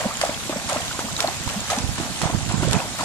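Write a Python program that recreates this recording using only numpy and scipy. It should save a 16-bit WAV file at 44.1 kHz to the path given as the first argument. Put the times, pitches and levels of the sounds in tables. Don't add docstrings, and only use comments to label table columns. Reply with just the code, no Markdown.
import sys
import numpy as np
from scipy import signal
from scipy.fft import rfft, irfft
from scipy.io import wavfile
from scipy.ndimage import uniform_filter1d

SR = 44100
rng = np.random.default_rng(int(sys.argv[2]) if len(sys.argv) > 2 else 0)


def int16_out(signal):
    q = np.round(np.clip(np.atleast_2d(signal).T, -1, 1) * 32767)
    wavfile.write(sys.argv[1], SR, q.astype(np.int16))


def magnitude_from_level(level_db):
    exponent = np.asarray(level_db, float) / 20
    return 10 ** exponent


N = 134064

# time in seconds, spray level in dB, froth level in dB,
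# spray decay in seconds.
STRIDES = [(0.0, -31, -30, .05), (0.213, -26.5, -30.5, 0.06), (0.493, -33.5, -33, 0.022),
           (0.688, -28, -27.5, 0.11), (0.991, -32.5, -34.5, 0.029), (1.187, -29.5, -30.5, 0.13),
           (1.489, -28, -34, 0.029), (1.7, -24.5, -28.5, 0.054), (1.98, -30.5, -33, 0.052),
           (2.215, -26, -28, 0.035), (2.489, -33, -32.5, 0.03), (2.621, -32, -41.5, 0.091),
           (2.719, -34, -27.5, 0.1), (2.986, -32, -30, 0.27)]
# loudest moment in seconds, peak in dB, pitch in Hz.
LARGE_BUBBLES = [(0.007, -21, 620), (0.018, -25, 720), (0.048, -18.5, 673), (0.058, -18, 570),
                 (0.239, -10.5, 658), (0.253, -19, 720), (0.295, -18.5, 610), (0.534, -22.5, 654),
                 (0.563, -21, 590), (0.727, -17, 620), (0.749, -22, 800), (0.764, -17.5, 625),
                 (1.248, -11.5, 672), (1.262, -28, 656), (1.288, -18, 745), (1.721, -19.5, 790),
                 (1.732, -16, 733), (2.302, -19.5, 684), (2.513, -24.5, 990), (2.634, -22.5, 640),
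                 (2.654, -25, 597), (2.765, -34, 680), (2.807, -21, 665), (3.033, -19.5, 777)]
# start in seconds, peak in dB, pitch in Hz, decay in seconds.
PLOPS = [(.009, -20, 1800, 0.0037), (.045, -22, 1000, .004), (.212, -35, 940, 0.0028),
         (0.232, -23, 1110, 0.0045), (0.4954, -15, 315, 0.0049), (.4955, -16, 548, 0.0056),
         (0.525, -19, 1150, 0.0047), (.697, -21, 1210, 0.0056), (0.768, -19, 1210, 0.0033),
         (0.91, -22, 1380, 0.0056), (.946, -24.5, 960, 0.0067), (0.992, -12.5, 1260, .0015),
         (.991, -17, 516, 0.0035), (1.085, -22.5, 1100, 0.0047), (1.193, -21, 1307, .007),
         (1.24, -14, 750, 0.0039), (1.28, -18, 987, 0.004), (1.477, -18.5, 920, 0.0041),
         (1.501, -24, 1510, 0.0028), (1.699, -20.5, 1224, 0.013), (1.74, -22, 716, .006),
         (1.768, -19, 780, 0.009), (1.979, -24, 1000, 0.0084), (2.216, -12, 1220, 0.0021),
         (2.248, -21, 905, 0.0076), (2.264, -27, 624, .006), (2.292, -20.5, 957, 0.0096),
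         (2.336, -23.5, 830, 0.0058), (2.5, -21.5, 990, 0.0036), (2.608, -24, 1420, 0.003),
         (2.63, -20, 898, 0.0069), (2.634, -23, 1370, 0.0076), (2.722, -22, 795, 0.0069),
         (2.73, -19, 1440, .003), (2.744, -16, 1170, 0.0026), (2.753, -19.5, 644, 0.0054),
         (2.769, -23, 930, 0.0034), (2.802, -25, 1000, 0.0046), (2.82, -23.5, 944, 0.0094),
         (2.837, -25, 850, .008), (2.993, -18.5, 1250, .005), (3.01, -14, 940, 0.0037),
         (2.54, -25, 955, .012), (.233, -19.5, 630, .008), (.109, -19.5, 1140, 0.0076)]
# loudest moment in seconds, peak in dB, pitch in Hz,
# length in cycles.
GLUGS = [(0.063, -15, 215, 4.6), (.295, -20, 249, 2.46), (0.568, -21.5, 208, 4.3), (0.766, -29, 230, 3.7),
         (0.991, -24, 290, 2.2), (1.053, -27, 230, 7.5), (1.283, -25.5, 304, 3.6),
         (1.575, -21.5, 203.4, 9.2), (1.782, -20, 240, 5.2), (2.001, -20, 315, 3.44),
         (2.033, -27, 260, 4.8), (2.061, -26, 240, 4.5), (2.301, -24, 273, 3.4), (3.01, -28, 260, 3.4),
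         (2.52, -23, 322, 3.2), (2.631, -16, 312, 3.24)]
# loudest moment in seconds, peak in dB, pitch in Hz, length in cycles.
RISER = (2.686, -22.5, 600, 17)
# loudest moment in seconds, peak in dB, pitch in Hz.
DROPS = [(.299, -28, 2300), (0.346, -24.5, 3320), (0.466, -30, 7350), (0.772, -24.5, 2700),
         (.808, -25, 7500), (0.156, -26.5, 3100), (.141, -24, 7900), (.172, -22, 7370), (0.572, -27, 5710),
         (.698, -17.5, 8800), (.821, -25.5, 3160), (.851, -25, 8000), (0.883, -25, 3900), (0.93, -26, 3160),
         (1.13, -26, 7920), (1.5, -24.5, 2860), (1.71, -19.5, 4090), (1.7133, -18.5, 6300),
         (1.733, -27, 3160), (0.214, -23, 5200), (2.315, -30, 2410), (2.517, -26.5, 2980),
         (2.7325, -22, 3610), (2.753, -23, 2550), (2.79, -24, 2500), (2.804, -22, 2630),
         (1.167, -19.5, 3930), (1.181, -27, 7300), (1.2058, -13.5, 3800), (1.223, -25, 7300),
         (1.276, -17.5, 4330), (1.606, -22.5, 7300), (1.787, -17, 6130), (2.524, -19.5, 7760),
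         (2.687, -18, 7760)]
# time in seconds, peak in dB.
SMACKS = [(0.2129, -7.5), (0.2268, -15), (0.6968, -18), (0.9911, -28), (1.2036, -6), (1.701, -18),
          (1.7871, -10.5), (2.2164, -9.5), (2.7104, -11.5), (2.7302, -6), (3.0091, -24)]
# time in seconds, level in dB.
GUST = [
    (0.0, -52.5),
    (2.74, -42),
    (3.04, -51),
]
# time in seconds, peak in dB, pitch in Hz.
EDDIES = [(1.474, -16, 104), (1.847, -15, 109), (1.867, -22, 112), (1.893, -13.5, 96), (1.91, -40, 99),
          (1.928, -23, 119), (2.011, -14.5, 155), (2.221, -14, 150), (2.235, -12, 151), (2.26, -11.5, 146),
          (2.331, -31, 140), (2.348, -7.5, 135), (2.375, -16.5, 95), (2.431, -18, 100), (2.463, -23, 143),
          (2.482, -14.5, 131), (2.5, -15.5, 118), (2.544, -7.5, 176), (2.559, -25, 162), (2.58, -13.5, 114),
          (2.599, -14.5, 113), (2.626, -16, 118), (2.649, -11.5, 135), (2.674, -8.5, 139),
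          (2.696, -12, 130), (2.712, -12, 130), (2.745, -10.5, 190), (2.767, -6.5, 190), (2.781, -25, 213)]
# frequency in Hz, gain in dB.
LEFT_COLOUR = [(200, 7), (420, -1), (700, 4.5), (1800, 3.5), (3800, 8), (7000, 0), (10300, -12),
               (14500, -26)]
# frequency in Hz, gain in dB.
RIGHT_COLOUR = [(200, 8), (420, -7.5), (700, 7), (1800, 4), (5000, 4.5), (7200, 9.5), (10500, 1),
                (14500, -5)]
# frequency in Hz, likeness from 0 to 1.
LIKENESS = [(200, 1), (700, 0.89), (1400, 0.61), (3000, 0), (6000, 0.15)]

BUBBLE_WOBBLE = 0.22


def read(points, hz):
    f, value = np.transpose(points)
    return np.interp(np.log(hz + 1), np.log(f + 1), value)


def evened(x):
    return x / np.sqrt(np.mean(x ** 2) + 1e-20)


def add(mix, s, sound):
    at = round(s * SR) - len(sound) // 2
    sound = sound[max(-at, 0):]
    part = mix[max(at, 0):][:len(sound)]
    part += sound[:len(part)]


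def band(x, low_hz, top_hz):
    sos = signal.butter(2, [low_hz, min(top_hz, SR / 2.1)], "band", fs=SR, output="sos")
    return signal.sosfilt(sos, x)


def blip(hz, cycles, glide, lean=0.67, phase=0.):
    u = np.linspace(0, 1, int(cycles / hz * SR) + 2)
    swell = np.sin(np.pi * u ** lean) ** 2
    turns = cycles * (u + glide * (u * u - u) / 2)
    return swell * np.sin(2 * np.pi * turns + phase)


def rough(sound, hz, share):
    wobble = uniform_filter1d(rng.standard_normal(4000), size=int(SR / hz))[:len(sound)]
    return sound * (1 + share * wobble / wobble.std())


def grains(per_s, low_hz, top_hz, cycles, glide, spread_db, pitches=24):
    size = magnitude_from_level(spread_db * np.minimum(rng.exponential(1, (2, N)), 5))
    size = size * (rng.random((2, N)) < per_s / SR)
    kind = rng.integers(0, pitches, (2, N))
    swarm = np.zeros((2, N))
    for k, hz in enumerate(np.geomspace(low_hz, top_hz, pitches)):
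        one = blip(hz, cycles, glide)[None]
        swarm += signal.oaconvolve(size * (kind == k), one, axes=1)[:, :N]
    return evened(swarm)


def churn():
    a, b, c, d, patches = rng.standard_normal((N // 64 + 5, 129, 5)).T
    patches = uniform_filter1d(patches, size=4, axis=0)
    patches = evened(uniform_filter1d(patches, size=25, axis=1))
    z = np.array([a + 1j * b, c + 1j * d]) * magnitude_from_level(1.8 * patches)
    return evened(signal.istft(z, nperseg=256, noverlap=192)[1][:, :N])


def steady_rush():
    hiss = magnitude_from_level(-33.5) * churn()
    fizz = magnitude_from_level(-45.5) * grains(2500, 1316, 13000, cycles=5.24, glide=0.41, spread_db=5.4)
    gurgle = magnitude_from_level(-43.5) * grains(300, 236.3, 1463, cycles=6.7, glide=0.35, spread_db=1.5)
    return hiss + fizz + gurgle


def strides():
    swing_s, swing_db, froth_s, froth_rise_s = 0.066, -8, 0.14, 0.0011
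    t, spray, froth = np.arange(N) / SR, np.zeros(N), np.zeros(N)
    for s, spray_db, froth_db, dies_s in STRIDES:
        u = t - s
        build = magnitude_from_level(swing_db) * np.exp(np.minimum(u, 0) / swing_s)
        decay = np.exp(-abs(u) / dies_s)
        spray += magnitude_from_level(spray_db) * np.where(u < 0, build, decay)
        froth += magnitude_from_level(froth_db) * np.clip(u / froth_rise_s, 0, 1) * np.exp(-(u / froth_s) ** 2)
    return spray, froth


def splashes():
    spray, froth = strides()
    flicker = magnitude_from_level(3.1 * evened(uniform_filter1d(rng.standard_normal(N), size=150)))
    sheet = evened(band(rng.standard_normal((2, N)), 1760, 13200) * flicker)
    droplets = grains(1500, 1326, 11000, cycles=2.36, glide=0.72, spread_db=2.1)
    foam = grains(1600, 450, 2400, cycles=6., glide=.3, spread_db=1.4)
    return magnitude_from_level(-4.5) * (spray * (sheet + 0.67 * droplets) + froth * foam)


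def large_bubbles():
    out = np.zeros(N)
    for s, db, hz in LARGE_BUBBLES:
        bubble = blip(hz, cycles=7.3, glide=0.11, lean=0.87)
        add(out, s, magnitude_from_level(db) * rough(bubble, hz, BUBBLE_WOBBLE))
        neighbour_s = s + rng.uniform(-0.00415, .009)
        neighbour = blip(hz * rng.uniform(0.98, 1.56), cycles=7.74, glide=0.055, lean=0.12)
        add(out, neighbour_s, magnitude_from_level(db - 8) * neighbour)
    return out


def plops():
    rise_s, climb = 0.00019, 0.079
    out = np.zeros(N)
    for s, db, hz, dies_s in PLOPS:
        t = np.arange(int(4 * dies_s * SR)) / SR
        envelope = (1 - np.exp(-t / rise_s)) * np.exp(-t / dies_s)
        ring = envelope * np.sin(2 * np.pi * hz * (t + climb * t * t / dies_s / 2))
        add(out, s + 2 * dies_s, magnitude_from_level(db - 2) * rough(ring, hz, BUBBLE_WOBBLE))
    return out


def glugs():
    out = np.zeros(N)
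    for s, db, hz, cycles in GLUGS:
        add(out, s + 0.0012, magnitude_from_level(db) * blip(hz, cycles, glide=0.25, lean=0.78, phase=np.pi))
    return out


def riser():
    out = np.zeros(N)
    s, db, hz, cycles = RISER
    add(out, s, magnitude_from_level(db) * blip(hz, cycles, glide=0.97, lean=0.68))
    return out


def trapped_air():
    air = large_bubbles() + glugs() + band(plops() + riser(), 200, 9000)
    echo = np.roll(band(air, 480, 2000), round(0.014 * SR))
    direct = np.array([air, np.roll(air, shift=4)]) * magnitude_from_level(np.array([[-.6], [.4]]))
    return direct + np.array([[.15], [-.15]]) * echo


def drops():
    out = np.zeros((2, N))
    for s, db, hz in DROPS:
        for mix in out:
            phase = 7 * rng.random()
            ring = blip(hz, cycles=6 + 0.00326 * hz, glide=0.11, lean=0.53, phase=phase)
            add(mix, s, magnitude_from_level(db - 4.5) * rough(ring, hz, share=0.55))
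    return out


def smacks():
    rise_s, dies_s, snap = .0003, 0.0025, 3
    out, t = np.zeros((2, N)), np.arange(-400, 400) / SR
    shape = np.where(t < 0, np.exp(t / rise_s), np.exp(-t / dies_s))
    burst = rng.standard_normal((len(SMACKS), 2, 800)) + snap * (abs(t - rise_s) < 1 / SR)
    cracks = band(burst, 490, 13000) * shape
    for (s, db), pair in zip(SMACKS, cracks):
        for mix, crack in zip(out, pair):
            add(mix, s + 0.001103, magnitude_from_level(db - 1.5) * np.tanh(crack / np.abs(crack).max()))
    return out


def ports(pair):
    hz = np.fft.rfftfreq(N, 1 / SR)
    same = np.clip(read(LIKENESS, hz), 0, 1)
    z = rfft(pair)
    left, right = irfft([z[0], same * z[0] + np.sqrt(1 - same ** 2) * z[1]], N)
    pair = np.array([left, np.roll(right, shift=6)])
    hz = abs(np.fft.fftfreq(2048, 1 / SR))
    low_cut = hz ** 2 / (hz ** 2 + 74.0 ** 2)
    colour = magnitude_from_level(np.array([read(LEFT_COLOUR, hz), read(RIGHT_COLOUR, hz)]))
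    log_gain = np.log(colour * low_cut + 1e-4)
    taps = np.fft.ifft(np.exp(log_gain - 1j * signal.hilbert(log_gain).imag)).real
    return signal.oaconvolve(pair, taps[:, :1024], axes=1)[:, :N]


def wind_rumble():
    mean_db, left_follows = -45.5, 0.028
    gust_db = np.interp(np.arange(N) / SR, *np.transpose(GUST))
    left_db = mean_db + left_follows * (gust_db - mean_db)
    level = magnitude_from_level(np.array([left_db + 8.5, gust_db + 12.5]))
    lumps = magnitude_from_level(4.0 * evened(band(rng.standard_normal((2, N)), 0.6, 34)))
    return level * evened(band(rng.standard_normal((2, N)), 52, 190) * lumps)


def eddies():
    stir_db, stir_s = -21, 0.033
    t = np.arange(N) / SR
    stirred = sum(magnitude_from_level(db + stir_db) * np.exp(-((t - s) / stir_s) ** 2) for s, db, hz in EDDIES)
    out = stirred * evened(band(rng.standard_normal(N), 46, 250))
    for s, db, hz in EDDIES:
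        push = blip(hz, cycles=1.88, glide=0.011, lean=0.85, phase=.8 * np.pi)
        add(out, s, magnitude_from_level(db + 3.0) * push)
        flutter = blip(1.6 * hz, cycles=2.304, glide=.01, lean=0.54)
        add(out, s + 0.00081, magnitude_from_level(db - 3.5) * rough(flutter, 4 * hz, share=0.26))
    return out


def wind():
    out = wind_rumble()
    out[1] += eddies()
    return out


def scene():
    water = steady_rush() + splashes() + drops() + smacks()
    return ports(water) + trapped_air() + wind()


def band_limit(x):
    return signal.sosfilt(signal.butter(12, 14630, fs=SR, output="sos"), x)


def record(dry):
    gate_hz, gate_db, gate_follows = 9000, np.array([-74.5, -67.5]), .6
    dry = signal.oaconvolve(dry, signal.firwin(255, 14550, fs=SR)[None], "same")
    hz, _, z = signal.stft(dry, SR, "cosine", nperseg=2048)
    loud_db = 10 * np.log10(np.sum(abs(z) ** 2, axis=1, keepdims=True) + 1e-9)
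    sill_db = gate_db[:, None, None] + gate_follows * (loud_db - np.median(loud_db))
    sill = magnitude_from_level(sill_db + 1.5 * rng.standard_normal(loud_db.shape))
    z = z * ((abs(z) > sill) | (hz[:, None] < gate_hz))
    mix = signal.istft(z, SR, "cosine", nperseg=2048)[1][:, :N]
    return band_limit(mix)


dry = scene()
out = record(dry)
int16_out(out)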